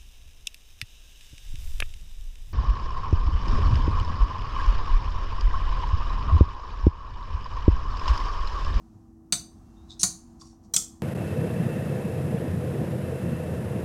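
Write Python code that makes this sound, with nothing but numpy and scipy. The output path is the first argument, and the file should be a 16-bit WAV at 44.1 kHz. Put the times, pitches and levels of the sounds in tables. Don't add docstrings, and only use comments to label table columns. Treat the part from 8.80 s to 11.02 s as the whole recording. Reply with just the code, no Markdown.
import sys
import numpy as np
from scipy import signal
from scipy.fft import rfft, irfft, next_fast_len
from scipy.io import wavfile
from scipy.ndimage import map_coordinates

SR = 44100
rng = np.random.default_rng(int(sys.argv[2]) if len(sys.argv) > 2 else 0)


def inscribe(sig):
    pcm = np.round(np.clip(np.atleast_2d(sig).T, -1, 1) * 32767)
    wavfile.write(sys.argv[1], SR, pcm.astype(np.int16))


N = 97946

# f/Hz, rms level/dB, waver/dB
HUM_TONES = [(49, -63, 3), (235, -63, 3), (328, -59.5, 1.8)]
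# f/Hz, relative density/dB
AIR_SPECTRUM = [(15, -34.5), (25, -7), (76, 1.5), (161, -6.5), (229, 0), (277, -8.5), (344, -12.5),
                (384, -18), (560, -27.5), (775, -15.5), (840, -25), (1290, -29.5), (1440, -43.5),
                (1840, -39.5), (2220, -54), (2990, -51), (3340, -64.5), (5880, -43.5), (16000, -51.5)]
# t/s, level/dB
COOLER_LEVEL = [(0, -2), (.15, -0.5), (.6, 1), (1.1, 1), (1.5, 0), (1.9, 0.5), (2.2, 1.5)]
HUM_DRIFT_HZ, AIR_DB, AIR_SWELL_DB = 1.5, -53, 1
# t/s, length/s, f/Hz, level/dB
SWELLS = [(0.132, 0.061, 100, -45.5), (.58, 0.064, 74, -45.5), (1.0, 0.081, 65.3, -46),
          (0.71, 0.46, 2730, -82.5), (1.823, 0.093, 213.3, -48), (1.85, 0.27, 476.5, -57.5)]

# f/Hz, relative density/dB
RUSTLE_SPECTRUM = [(500, -8.5), (1000, 6.5), (2000, -12), (3500, -13.5), (6000, -8.5), (10000, -19.5),
                   (16000, -27)]
# t/s, rms level/dB
RUSTLE_LEVEL = [(0, -70.5), (.22, -75.5), (.4, -82), (.75, -71), (1.1, -67.5), (1.5, -71), (1.65, -71),
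                (1.8, -75), (2.2, -72)]

# t/s, f/Hz, level/dB
SQUEAK = [(0.942, 3700, -106), (0.971, 3690, -68), (1.03, 3750, -73), (1.08, 4000, -80), (1.102, 3930, -70)]
SQUEAK_JITTER_HZ = 100

# t/s, length/s, share of length spent swelling, level/dB, kind
SCRAPES = [(1.082, .03, 0.77, -55.5, "shift"), (1.099, 0.014, 0.63, -45.5, "shift"),
           (1.114, 0.035, 0.074, -46.5, "shift"), (1.1931, 0.028, 0.15, -32, "drag"),
           (1.206, 0.024, 0.31, -31.5, "drag"), (1.59, 0.051, 0.61, -53, "press"),
           (1.623, 0.14, 0.284, -61, "press"), (1.824, 0.054, 0.53, -68.5, "press"),
           (1.964, 0.014, 0.52, -24, "rock")]
SCRAPE_RINGS = {"shift": [(3480, 240, -2.5), (3613, 200, 8), (3840, 340, 4.5), (5200, 540, -6.5),
                (6460, 650, -10), (8110, 900, -15)], "drag": [(4270, 230, -4.5), (4650, 200, -11),
                (5550, 560, 1), (6620, 400, 1), (8180, 400, 1), (9800, 1200, -2)],
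                "press": [(3600, 190, -11.5), (4570, 300, 4), (5600, 390, 9.5), (7150, 3600, 1)],
                "rock": [(2640, 149, -8), (3075, 120, 0.5), (3368, 310, 0.5)]}
SLIPS_PER_S, FINGER_DAMP_HZ = 3400, 9700

# t/s, f/Hz, level/dB, t60/s
TAPS = [(0.147, 7000, -48, .002), (1.611, 3550, -48, .02), (1.613, 4700, -42, .025),
        (1.614, 5700, -39, .012), (1.617, 1090, -44, .06), (1.73, 780, -53, .06), (1.975, 1300, -37, .03)]
TAP_RISE_S = 0.00095

# f/Hz, level/dB, t60/s
FIRST_CAP = [(3620, -7, 0.085), (3968, -5.5, 0.063), (4370, -3, 0.051), (4573, -1.5, 0.049),
             (4750, -11, .033), (5960, -3.5, 0.035), (6133, -1, .06), (6230, -3.5, .022), (8317, 1, 0.019),
             (8230, -1, 0.033), (8505, -2, 0.01), (9200, -4.5, 0.017), (13000, -9.5, 0.018)]
SECOND_CAP = [(3990, -5.5, .024), (4240, 0, 0.017), (4386, -0.5, 0.024), (4580, -0.5, 0.03),
              (5490, -13.5, 0.034), (6270, 0, 0.033), (6340, 4.5, .026), (6350, -0.5, .024),
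              (7000, -1, 0.022), (7040, 1.5, 0.023), (10430, -7.5, .018)]
THIRD_RIM = [(3300, -9, 0.045), (4030, -5.5, 0.038), (5610, 9, 0.0095), (5835, 7.5, 0.052), (7480, 2, .022),
             (9370, -8, 0.025)]
THIRD_FLAT = [(5020, -12.5, 0.089), (5650, -6, 0.048), (6500, -4.5, 0.024), (7410, 0, .022),
              (7590, 2, 0.02), (7670, 2.5, .018), (8020, 7, .013), (8230, 3, 0.01), (8640, 2.5, .016)]
CLASH_HZ = [700, 2800, 3900, 5200, 6200, 7300, 8600, 10300, 12000, 15500]
FIRST_CLASH = [-23, -7.5, -10.5, -9.5, 0.5, -4.5, 1, -10.5, -19.5, -24]
SECOND_CLASH = [-35, -11.5, -5, -5, 9, 0.5, 7, 0.5, -10, -17.5]
RIM_CLASH = [-23, -10.5, 3, 2.5, 10.5, 9.5, 14, -6, 3.5, -8]
FLAT_CLASH = [-28, -13.5, -11, -7.5, -1.5, 3, 2, -15, -15.5, -21.5]
CAPS = {"first": (FIRST_CAP, FIRST_CLASH, 0.029), "second": (SECOND_CAP, SECOND_CLASH, 0.037),
        "rim": (THIRD_RIM, RIM_CLASH, 0.073), "flat": (THIRD_FLAT, FLAT_CLASH, 0.019)}
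# t/s, ring level/dB, clash level/dB, knock level/dB, landing
CONTACTS = [(0.5236, -18, -18, -29.5, "first"), (0.5277, -28, -18.5, -38.5, "first"),
            (0.534, -39, -22, -56, "first"), (1.2155, -37, -27, -69, "second"),
            (1.2317, -16, -14.5, -32, "second"), (1.2373, -22.5, -15.5, -29.5, "second"),
            (1.2424, -31, -30.5, -44.5, "second"), (1.9370, -39, -21, -33.5, "rim"),
            (1.9396, -22.5, -28, -46, "rim"), (1.9621, -30, -17, -60, "flat"),
            (1.9634, -15, -8, -38.5, "flat")]
# f/Hz, level/dB, t60/s
BOARD_MODES = [(140, -6.5, 0.07), (176.5, -1.5, 0.069), (702.5, -10.5, 0.1), (1100, -2, .04),
               (1263, -3, .035), (1440, -4.5, 0.046), (1876, -3, 0.029), (2287, -14, 0.11)]
RING_RISE_S, CLASH_RISE_S, BOARD_RISE_S = 0.0006, 0.00084, 0.0016
SCATTER_DB = 1.5
PHASE_JITTER_RAD, PHASE_STEP_S = 0.55, 0.002

# f/Hz, t60/s
ROOM_T60 = [(150, 0.44), (700, 0.26), (2000, 0.25), (5000, 0.27), (8000, 0.23), (15000, 0.24)]
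# f/Hz, relative level/dB
ROOM_COLOUR = [(150, 3.5), (1000, 2.5), (3000, -4), (6000, 2.5), (9000, 3), (15000, 4)]
ROOM_DB, ROOM_DELAY_S, ROOM_BUILD_S = -5.5, 0.0069, 0.001
WASH_DB, WASH_T60_S = -34, 0.79
ROOM_BLUR, ROOM_BLUR_PER_S = 0.016, 260

CEILING, TOP_HZ = 0.6, 15900


def amp(db):
    return 10 ** (np.asarray(db) / 20)


def unit(x):
    return x / np.sqrt(np.mean(x ** 2) + 1e-20)


def along(points, hz):
    f, v = np.transpose(points)
    return np.interp(np.log(hz + 1), np.log(f + 1), v)


def level(rows):
    return amp(np.interp(np.arange(N) / SR, *np.transpose(rows)))


def wobble(knots_per_s):
    knots = rng.standard_normal(int(N * knots_per_s / SR) + 4)
    return map_coordinates(knots, [np.arange(N) * knots_per_s / SR])


def filtered(x, response):
    m = next_fast_len(len(x) + SR // 2)
    return irfft(rfft(x, m) * response(np.fft.rfftfreq(m, 1 / SR)), m)[:len(x)]


def noise(spectrum, size):
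    return unit(filtered(rng.standard_normal(size), lambda hz: amp(along(spectrum, hz))))


def tone(hz):
    return np.sin(2 * np.pi * np.cumsum(hz) / SR)


def fade(t, t60):
    return np.exp(-np.log(1000) * t / t60)


def rise(t, rise_s):
    return 1 - np.exp(-t / rise_s)


def ring(modes, t):
    out = np.zeros(len(t))
    for hz, db, t60 in modes:
        gain = amp(db + SCATTER_DB * rng.normal())
        knots = rng.standard_normal(400)
        jitter = PHASE_JITTER_RAD * np.interp(t, np.arange(400) * PHASE_STEP_S, knots)
        out += gain * fade(t, t60) * np.sin(2 * np.pi * hz * t + jitter)
    return out


def add(track, s, sound):
    part = track[round(s * SR):][:len(sound)]
    part += sound[:len(part)]


def in_room(x):
    hz, t, z = signal.stft(rng.standard_normal(SR), SR, nperseg=256)
    decay = fade(t, along(ROOM_T60, hz)[:, None]) + amp(WASH_DB) * fade(t, WASH_T60_S)
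    colour = amp(along(ROOM_COLOUR, hz))[:, None]
    tail = signal.istft(z * decay * colour, SR, nperseg=256)[1]
    since_delay = np.maximum(np.arange(len(tail)) / SR - ROOM_DELAY_S, 0)
    tail = tail * rise(since_delay, ROOM_BUILD_S)
    echo = signal.fftconvolve(x, amp(ROOM_DB) * tail / np.linalg.norm(tail))
    speed = 1 + ROOM_BLUR * wobble(ROOM_BLUR_PER_S)[:len(echo)]
    echo = map_coordinates(echo, [np.cumsum(speed)])
    add(echo, 0, x)
    return echo


def cooler():
    tones = np.zeros(N)
    for hz, db, waver_db in HUM_TONES:
        gain = amp(db + waver_db * wobble(6.1)) * np.sqrt(2)
        tones += gain * tone(hz + HUM_DRIFT_HZ * wobble(5.2))
    air = amp(AIR_DB + AIR_SWELL_DB * wobble(6.9)) * noise(AIR_SPECTRUM, N)
    return level(COOLER_LEVEL) * (tones + air)


def swells():
    out = np.zeros(N)
    for s, length, hz, db in SWELLS:
        t = np.arange(round(length * SR)) / SR
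        envelope = amp(db) * np.sin(np.pi * t / length) ** 2
        add(out, s, envelope * np.sin(2 * np.pi * (hz * t + rng.random())))
    return out


def rustle():
    return level(RUSTLE_LEVEL) * noise(RUSTLE_SPECTRUM, N)


def squeak():
    s, hz, db = np.transpose(SQUEAK)
    t = np.arange(N) / SR
    pitch = np.interp(t, s, hz) + SQUEAK_JITTER_HZ * wobble(970)
    sounding = (t > s[0]) * (t < s[-1])
    return amp(np.interp(t, s, db)) * sounding * tone(pitch)


def held_cap(rings, hz):
    body = 0
    for k, (centre, width, db) in enumerate(rings):
        loss = 1j * hz * width
        body = body + (-1) ** k * amp(db) * loss / (centre * centre - hz * hz + loss)
    return body / (1 + (hz / FINGER_DAMP_HZ) ** 6)


def scrapes():
    out, t = np.zeros(N), np.arange(SR // 2) / SR
    for s, length, swell, db, kind in SCRAPES:
        slips = rng.standard_normal(len(t)) * (rng.random(len(t)) < SLIPS_PER_S / SR)
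        scrape = unit(filtered(slips, lambda hz: held_cap(SCRAPE_RINGS[kind], hz)))
        stroke = np.interp(t / length, [0, np.clip(swell, 0.05, 0.95), 1], [0, 1, 0])
        add(out, s, in_room(amp(db) * stroke * scrape))
    return out


def taps():
    out, t = np.zeros(N), np.arange(SR // 2) / SR
    for s, hz, db, t60 in TAPS:
        add(out, s, in_room(ring([(hz, db, t60)], t) * rise(t, TAP_RISE_S)))
    return out


def clacks():
    out, t = np.zeros(N), np.arange(SR // 2) / SR
    for s, ring_db, clash_db, knock_db, landing in CONTACTS:
        modes, colour, clash_t60 = CAPS[landing]
        steel = ring(modes, t) * rise(t, RING_RISE_S)
        clash = noise(list(zip(CLASH_HZ, colour)), len(t))
        clash = clash * fade(t, clash_t60) * rise(t, CLASH_RISE_S)
        wood = ring(BOARD_MODES, t) * rise(t, BOARD_RISE_S)
        add(out, s, in_room(amp(ring_db) * steel + amp(clash_db) * clash + amp(knock_db) * wood))
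    return out


def scene():
    background = cooler() + swells()
    handling = rustle() + squeak() + scrapes() + taps()
    return (background + handling + clacks())[None]


def record(dry):
    rounded = dry[0] / (1 + (dry[0] / CEILING) ** 4) ** (1 / 4)
    return filtered(rounded, lambda hz: hz < TOP_HZ)[None]


dry = scene()
out = record(dry)
inscribe(out)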